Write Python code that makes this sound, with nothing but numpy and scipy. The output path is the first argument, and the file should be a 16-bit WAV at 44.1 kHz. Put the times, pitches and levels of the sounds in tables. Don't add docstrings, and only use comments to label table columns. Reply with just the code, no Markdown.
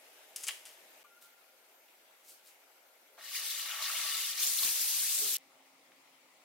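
import sys
import numpy as np
from scipy import signal
from scipy.fft import rfft, irfft, next_fast_len
from scipy.io import wavfile
from scipy.ndimage import uniform_filter1d

SR = 44100
rng = np.random.default_rng(int(sys.argv[2]) if len(sys.argv) > 2 else 0)


def store_wav(level_fs):
    pcm = np.round(np.clip(np.atleast_2d(level_fs), -1, 1) * 32767)
    wavfile.write(sys.argv[1], SR, pcm.T.astype(np.int16))


N = 283990
T = np.arange(N) / SR
LONG = next_fast_len(N + SR // 4)
HZ = np.fft.rfftfreq(LONG, 1 / SR)


def gain_of(db):
    return 10 ** (np.asarray(db) / 20)


def evened(x):
    return x / np.sqrt(np.mean(x ** 2) + 1e-30)


def read(points, hz):
    f, value = np.transpose(points)
    return np.interp(np.log(hz + 1), np.log(f + 1), value)


def add(mix, s, sound):
    part = mix[round(s * SR):][:len(sound)]
    part += sound[:len(part)]


def hump(x, hz, octaves):
    f = np.fft.rfftfreq(len(x), 1 / SR) + 1
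    bell = np.exp(-.5 * (np.log2(f / hz) / octaves) ** 2)
    return irfft(rfft(x) * bell, len(x))


def modes(table):
    return sum(gain_of(db) * 1j * HZ * w / (hz ** 2 - HZ ** 2 + 1j * HZ * w) for hz, w, db in table)


def filtered(x, response):
    return irfft(rfft(x, LONG) * response, LONG)[..., :N]


def low_cut(hz):
    return HZ ** 4 / (HZ ** 4 + hz ** 4)


def pair(x, same, balance):
    a, b = rfft(x, LONG)
    likeness = np.clip(read(same, HZ), -1, 1)
    lean = gain_of(read(balance, HZ) / 2)
    left = a * lean
    right = (likeness * a + np.sqrt(1 - likeness ** 2) * b) / lean
    return irfft(np.array([left, right]), LONG)[:, :N]


def hiss(patchy_db, flicker_db):
    frames = N // 128 + 5
    a, b, c, d, patches = rng.standard_normal((frames, 257, 5)).T
    patches = uniform_filter1d(patches, size=6, axis=0)
    patches = evened(uniform_filter1d(patches, size=16, axis=1))
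    flicker = evened(uniform_filter1d(rng.standard_normal(frames), size=3))
    z = np.array([a + 1j * b, c + 1j * d]) * gain_of(patchy_db * patches + flicker_db * flicker)
    return signal.istft(z, nperseg=512, noverlap=384)[1][:, :N]


def bursts(rows, octaves, rise_s):
    out, t = np.zeros(N), np.arange(8192) / SR
    for s, db, hz, t60 in rows:
        crackle = evened(hump(rng.standard_normal(len(t)), hz, octaves))
        add(out, s, gain_of(db - 60 * t / t60) * (1 - np.exp(-t / rise_s)) * crackle)
    return out


# (start t/s, end t/s, air noise level/dB)
PARTS = [(-1, 1.034, -59.5), (1.036, 5.371, -64), (5.372, 9, -64)]


def part_on(k, fade_s=.003):
    start, end, _ = PARTS[k]
    return np.clip(np.minimum(T - start, end - T) / fade_s, 0, 1)


# (f/Hz, relative level/dB per Hz)
TONES = [
    [(35, -68), (60, -40), (216, -20), (370, -6.5), (550, -4.5), (632, -3.5), (897, -4.5), (1010, -9.5),
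     (2080, -6.5), (3020, -7), (4090, -12), (11900, -14), (15800, -23.5)],
    [(35, -71), (60, -46), (353, -6.5), (618, -4.5), (817, -3), (1080, -9), (1400, -5.5), (1890, -8),
     (2180, -5), (3900, -11), (8420, -14), (11900, -13), (15800, -17.5)],
    [(47, -64), (80, -38), (145, -13.5), (203, -15), (264, -7), (402, -9), (781, -3), (1360, -7.5),
     (1550, -11.5), (2110, -5), (3430, -10), (14500, -18.5), (15800, -18)],
]
# (f/Hz, width/Hz, level/dB in the first, second and third part)
HUMS = [(271, 9, -92, -100, -79), (533, 24, -81, -81, -81.5), (627, 52, -74.5, -80.5, -85),
        (1400, 21, -99, -82.5, -99), (2140, 220, -75, -80.5, -79), (11800, 35, -82, -85, -99),
        (12100, 40, -76, -78, -99), (12400, 100, -77, -79, -99), (14620, 37, -70, -76.5, -90)]
# (f/Hz, likeness from -1 to 1)
TONE_SAME = [(60, 0.84), (130, 0.96), (290, 0.92), (640, 0.69), (1410, 0.23), (3100, 0.04), (6820, -0.072),
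             (15000, 0.047)]
# (f/Hz, level/dB)
TONE_BALANCE = [(60, -6), (110, 1), (200, 0), (380, 0.5), (700, -1), (1290, 3), (2380, 3.0), (4400, 1.5),
                (8120, 2.5), (15000, 3)]


def room_tone():
    noise, out = evened(hiss(patchy_db=1.5, flicker_db=0.3)), 0
    hums = np.transpose([evened(abs(modes([(hz, width, 0)])) ** 2) ** 2 for hz, width, *_ in HUMS])
    for k, tone in enumerate(TONES):
        air = gain_of(PARTS[k][2]) * evened(gain_of(read(tone, HZ)))
        hum_levels = gain_of([row[2 + k] for row in HUMS])
        power = air ** 2 + hums @ hum_levels ** 2
        out = out + part_on(k) * filtered(noise, np.sqrt(power))
    return pair(out, TONE_SAME, TONE_BALANCE)


# (t/s, bright snap relative level/dB, dull crunch relative level/dB, snap 60 dB fall time/s)
SNAPS = [(.3605, -21.5, -35.5, 0.0097), (.363, -21, -51, 0.0065), (.366, -28, -44, .015),
         (.408, -38, -50, .015), (0.4286, -33, -51, 0.017), (.435, -30.5, -43, 0.044),
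         (0.4402, -28, -37, 0.013), (.444, -33.5, -44, 0.047), (.468, -31, -38, 0.044),
         (0.475, -30, -31, 0.046), (0.4817, -19.5, -34, 0.015), (.485, -23.5, -22.5, .02),
         (.490, -30, -23.5, 0.015), (.495, -34, -29.5, 0.023), (.507, -52, -31, 0.034),
         (0.653, -42, -42, .04), (.659, -43, -40, .04), (0.668, -46, -45, 0.054), (.69, -51, -58, .05)]
SNAP_HZ, CRUNCH_HZ, CRUNCH_T60_S = 7660, 2600, 0.031
BODY_HZ, BODY_DB = 1130, -11.5
# (start t/s, bright relative level/dB, dull relative level/dB)
PUSHES = [(.36, -47.5, -56.5), (0.429, -52, -55.5), (0.471, -48, -53.5), (.652, -56, -61)]
PUSH_RISE_S, PUSH_FALL_DB_PER_S = 0.0056, 125
# (f/Hz, width/Hz, relative level/dB)
BLADES = [(3050, 390, -3), (5000, 500, -2), (6340, 330, -5), (7600, 340, -16), (9500, 830, -2)]


def scissors():
    t = T[:16384]
    snap_rows = [(s, db, SNAP_HZ, t60) for s, db, _, t60 in SNAPS]
    crunch_rows = [(s, db + less_db, hz, CRUNCH_T60_S) for s, _, db, _ in SNAPS
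                   for hz, less_db in ((CRUNCH_HZ, 0), (BODY_HZ, BODY_DB))]
    snaps = bursts(snap_rows, octaves=0.56, rise_s=0.00032)
    crunch = bursts(crunch_rows, octaves=0.48, rise_s=0.0004)
    cut = gain_of(-6) * snaps + gain_of(-8.5) * crunch
    push = (1 - np.exp(-t / PUSH_RISE_S)) * gain_of(-PUSH_FALL_DB_PER_S * t)
    for s, *levels in PUSHES:
        grains = rng.standard_normal(len(t)) * gain_of(3.0 * rng.exponential(1, len(t)))
        for db, hz in zip(levels, (8500, 2400)):
            add(cut, s, gain_of(db) * push * evened(hump(grains, hz, 0.75)))
    direct_and_blades = gain_of(-2) + gain_of(-2.5) * modes(BLADES)
    return filtered(cut, direct_and_blades * low_cut(390))


# (f/Hz, fall time/s)
KITCHEN = [(250, 0.39), (1000, 0.43), (4000, 0.34), (15000, 0.26)]


def kitchen(x):
    taps = np.zeros((2, SR // 2))
    at = np.arange(200, SR // 2 - 20, 20)
    at = at + rng.integers(0, 20, (2, len(at)))
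    np.put_along_axis(taps, at, rng.choice([-1., 1.], at.shape), 1)
    hz, t, z = signal.stft(taps, SR, nperseg=256)
    fall = gain_of(-60 * t / read(KITCHEN, hz)[:, None])
    tail = signal.istft(z * fall, SR, nperseg=256)[1]
    return signal.fftconvolve(x[None], tail / np.linalg.norm(tail[0]), axes=1)[:, :N]


BOWL_S = 1.045
# (f/Hz, level/dB, 60 dB fall time/s)
BOWL = [(1180, -49, .06), (1080, -56, .05), (2400, -63, .09)]
# (middle t/s, level/dB, f/Hz, half length/s)
PIPS = [(1.068, -64, 1415, 0.011), (1.128, -62, 1395, 0.018), (1.178, -60, 1418, 0.01),
        (1.248, -62, 1392, 0.021), (1.342, -68, 1408, 0.01), (1.382, -66.5, 1402, 0.01),
        (1.493, -68, 1408, 0.011), (1.544, -71, 1412, 0.016)]


def bowl():
    t = np.maximum(T - BOWL_S, 0)
    ring = sum(gain_of(db) * np.exp(-.5 * ((T - s) / half) ** 2) * np.sin(2 * np.pi * hz * t)
               for s, db, hz, half in PIPS)
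    knock = sum(gain_of(db - 60 * t / t60) * np.sin(2 * np.pi * hz * t) for hz, db, t60 in BOWL)
    return (ring + knock) * (1 - np.exp(-t / 0.0027))


# (middle t/s, relative level/dB, rise/s, fall/s, brightest f/Hz, width/octaves)
RUSTLES = [(1.217, -59, 0.0036, .01, 9000, 3), (1.226, -54, .001, .003, 11000, 1.5),
           (1.23, -61, 0.012, 0.035, 7000, 3.2), (1.885, -65.5, 0.0027, .008, 2500, 0.45),
           (2.26, -63.5, 0.018, .03, 9000, 1.1), (2.298, -53.5, 0.017, 0.029, 8000, 1.2),
           (2.48, -59, 0.023, 0.028, 8000, 1.8), (5.376, -55, .002, .004, 3500, 0.65),
           (5.384, -48, 0.0011, .0015, 10000, 1.3), (5.92, -64, .002, .006, 1900, 0.55)]


def rustles():
    out, t = np.zeros(N), np.arange(-4096, 8192) / SR
    for s, db, rise, fall, hz, octaves in RUSTLES:
        grains = rng.standard_normal(len(t)) * gain_of(3.4 * rng.exponential(1, len(t)))
        swell = np.where(t < 0, np.exp(-.5 * (t / rise) ** 2), np.exp(-np.abs(t) / fall))
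        add(out, s + t[0], gain_of(db) * swell * evened(hump(grains, hz, octaves)))
    return out


# (f/Hz, relative level/dB on the steel, relative level/dB in the bowl, share of the large-bubble level)
BUBBLES = [(237, -45, -39.5, .05), (660, -7.5, 4.5, 1.67), (1234, 0, 1, 1.01), (2280, 2.5, 2, 0.49),
           (4370, 0, 0, 0.027)]
CLUMP_S, CLUMP_DB = 0.056, 1.13


def bubbles(t, small_db, large_db, shielded, low_hz, high_hz, per_cycle, cycles, spread_db):
    out = np.zeros((2, len(t)))
    pitch, *columns = np.transpose(BUBBLES)
    for hz in np.geomspace(low_hz, high_hz, num=36):
        u = np.arange(0, 3 * cycles / hz, 1 / SR) * hz / cycles
        envelope = np.exp(-2.5 * u) * (1 - np.exp(-(3.94 * u) ** 2))
        ping = np.sin(2 * np.pi * cycles * u * (1 + .05 * u)) * envelope
        chance = rng.random((2, len(t))) * SR / (per_cycle * hz)
        size = (chance < 1) * gain_of(-spread_db * np.log(np.clip(chance, .02, 1)))
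        swarm = evened(signal.oaconvolve(size, ping[None])[:, :len(t)])
        steel_db, bowl_db, share = (np.interp(np.log(hz), np.log(pitch), v) for v in columns)
        clumps = evened(uniform_filter1d(rng.standard_normal(len(t)), size=round(CLUMP_S * SR)))
        db = steel_db + (bowl_db - steel_db) * shielded + CLUMP_DB * clumps
        out += swarm * gain_of(small_db + db + share * large_db)
    return out


RUNNING = slice(round(3.17 * SR), round(5.38 * SR))
SHIELDED_S = 4.36
# (t/s, small-bubble relative level/dB, large-bubble level/dB against the small ones)
TAP = [(3.17, -79, 7), (3.185, -67.5, 10), (3.25, -53.5, -11), (3.33, -49.5, -11.5), (3.36, -41, -16.5),
       (3.41, -46.5, -10.5), (3.5, -43, -15), (3.6, -44.5, -13.5), (3.74, -47.5, -2), (3.79, -48.5, -1.5),
       (3.84, -41.5, -10), (3.93, -42.5, -8), (4.06, -42, -8), (4.15, -40.5, -12), (4.3, -41, -16.5),
       (4.355, -47, -12), (4.385, -41.5, -14), (4.43, -37, -16.5), (4.55, -41.5, -17.5),
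       (4.645, -38, -15.5), (4.74, -40.5, -18), (4.92, -40, -18), (5.298, -40.5, -19), (5.37, -42, -22.5)]
# (f/Hz, relative level/dB per Hz)
SPRAY = [(3240, -32), (5500, -3), (8730, -0.5), (9460, -1), (11500, -1.5), (12700, -0.5), (15900, -4)]
SPRAY_DB, SPRAY_SHIELDED_DB = 5.5, 9.5
# (f/Hz, width/Hz, relative level/dB)
SINK = [(636, 73, 3.5), (863, 19, 6.5), (1138, 31, 11), (1316, 19, 5.5), (1850, 58, 1.5), (2140, 96, -0.5),
        (2517, 11, 0), (2795, 25, 3), (2920, 24, 9.5), (3594, 71, 2), (4040, 37, 0), (4700, 40, 4)]
# (f/Hz, likeness from -1 to 1)
TAP_SAME = [(60, 0.79), (130, 0.99), (290, 1), (640, 0.82), (1410, 0.81), (3100, 0.59), (6820, -0.25),
            (15000, -0.23)]
# (f/Hz, level/dB)
TAP_BALANCE = [(60, 0.0), (110, 4), (200, -3), (380, 1.5), (700, 2.5), (1290, 4), (2380, 2.5), (4400, 2.5),
               (8120, 3), (15000, 1)]


def tap():
    s, *levels = np.transpose(TAP)
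    t = T[RUNNING]
    small_db, large_db = (np.interp(t, s, db) for db in levels)
    shielded = np.clip((T - SHIELDED_S) / 0.09, 0, 1)
    spray = evened(filtered(hiss(patchy_db=2.0, flicker_db=1.0), gain_of(read(SPRAY, HZ))))
    spray = spray * gain_of(SPRAY_DB + (SPRAY_SHIELDED_DB - SPRAY_DB) * shielded)
    froth, mist = np.zeros((2, 2, N))
    mist[:, RUNNING] = gain_of(small_db) * spray[:, RUNNING]
    swarms = bubbles(t, small_db, large_db, shielded[RUNNING], low_hz=190.6, high_hz=6125,
                     per_cycle=.14, cycles=12.5, spread_db=2.5)
    froth[:, RUNNING] = gain_of(-11.0) * swarms
    struck = froth * gain_of(-12 * shielded)
    basin = 1 + modes([(4050, 2300, -3)])
    water = mist + filtered(froth, basin) + filtered(struck, modes(SINK))
    return pair(filtered(water, low_cut(205)), TAP_SAME, TAP_BALANCE)


# (t/s, relative level/dB, brightest f/Hz)
SLAPS = [(3.1785, -45, 1190), (3.2184, -44, 3760), (3.3495, -28.5, 2160), (3.5064, -26.5, 3600),
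         (3.5938, -26, 2950), (3.7114, -25.5, 3000), (3.8035, -27, 1160), (3.8234, -27, 3990),
         (3.8964, -26.5, 1310), (4.1444, -22, 4070), (4.3765, -23.5, 5000), (4.3979, -21.5, 5600),
         (4.4263, -19.5, 3620), (4.587, -19.5, 4070), (4.6304, -18.5, 4270), (4.6884, -25, 4660),
         (4.8844, -21.5, 4600), (4.9922, -27, 4220), (5.1484, -22, 7880), (5.3104, -27, 7990),
         (5.3524, -29, 2970)]
SLAP_T60_S = 0.06


def slaps():
    rows = [(*row, SLAP_T60_S) for row in SLAPS]
    return gain_of(-10.5) * filtered(bursts(rows, octaves=0.21, rise_s=.001), low_cut(500))


FILL_S, FILL_LENGTH_S, FILL_FUZZ_S = 3.18, .17, 0.01
FILL_HZ, FILL_OCTAVES, FILL_DB = 1087, 1.3, -64


def spout():
    out, u = np.zeros(N), np.arange(0, 1, 1 / (FILL_LENGTH_S * SR))
    fuzz = uniform_filter1d(rng.standard_normal((2, len(u))), size=round(FILL_FUZZ_S * SR))
    turn = 2 * np.pi * np.cumsum(FILL_HZ * 2 ** (FILL_OCTAVES * u)) / SR
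    whistle = evened(fuzz[0] * np.cos(turn) + fuzz[1] * np.sin(turn))
    add(out, FILL_S, gain_of(FILL_DB) * np.sin(np.pi * u) * whistle)
    return filtered(out, low_cut(700))


def soft_start(t):
    return 1 - np.exp(-(t / 0.004) ** 2)


# (t/s, level/dB, starting f/Hz)
GLUGS = [(4.405, -59, 395), (4.627, -36, 1090), (5.218, -43, 404), (5.263, -51, 382), (5.32, -59, 357)]
GLUG_CYCLES, GLUG_RISE_PER_S = 52, 1.7


def glugs():
    out, t = np.zeros(N), np.arange(SR // 2) / SR
    for s, db, hz in GLUGS:
        turns = hz * t * (1 + GLUG_RISE_PER_S * t / 2)
        fall = gain_of(db - 60 * turns / GLUG_CYCLES)
        add(out, s, fall * soft_start(t) * np.sin(2 * np.pi * turns))
    return out


# (t/s, ring level/dB, rumble level/dB,
# rumble 60 dB fall time/s)
THUDS = [(4.415, -78, -63.5, 0.72), (4.64, -60, -57, 0.37), (5.185, -68, -58, 0.85), (5.24, -63, -61, 0.45),
         (5.362, -62, -64, .05)]
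# (f/Hz, level/dB against the ring level, 60 dB fall time/s)
THUD_MODES = [(78, -14, .15), (146, -1.5, .28), (222, 1, 0.14)]
RUMBLE_HZ = 447


def thuds():
    t = np.arange(SR // 2) / SR
    rumble_rows = [(s, db, RUMBLE_HZ, t60) for s, _, db, t60 in THUDS]
    out = bursts(rumble_rows, octaves=0.62, rise_s=0.0041)
    ring = sum(gain_of(db - 60 * t / t60) * np.sin(2 * np.pi * hz * t) for hz, db, t60 in THUD_MODES)
    for s, db, *_ in THUDS:
        add(out, s, gain_of(db) * soft_start(t) * ring)
    return out


def scene():
    cut, small, slap = scissors(), rustles(), slaps()
    echoes = kitchen(gain_of(-7.5) * cut + gain_of(-0.5) * small + gain_of(-13) * slap)
    sinkside = (slap + bowl() + spout()) * gain_of([[1.5], [-1.5]])
    direct = cut * gain_of([[1.6], [-1.6]]) + small * gain_of([[1.1], [-1.1]])
    rinsing = sinkside + thuds() + glugs() + tap()
    return direct + part_on(1) * rinsing + (part_on(0) + part_on(1)) * echoes + room_tone()


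EDGE_HZ = 15880


def record(dry):
    band = signal.firwin(1023, EDGE_HZ, window=("kaiser", 10), fs=SR)
    return signal.oaconvolve(dry, band[None], "same")


dry = scene()
out = record(dry)
store_wav(out)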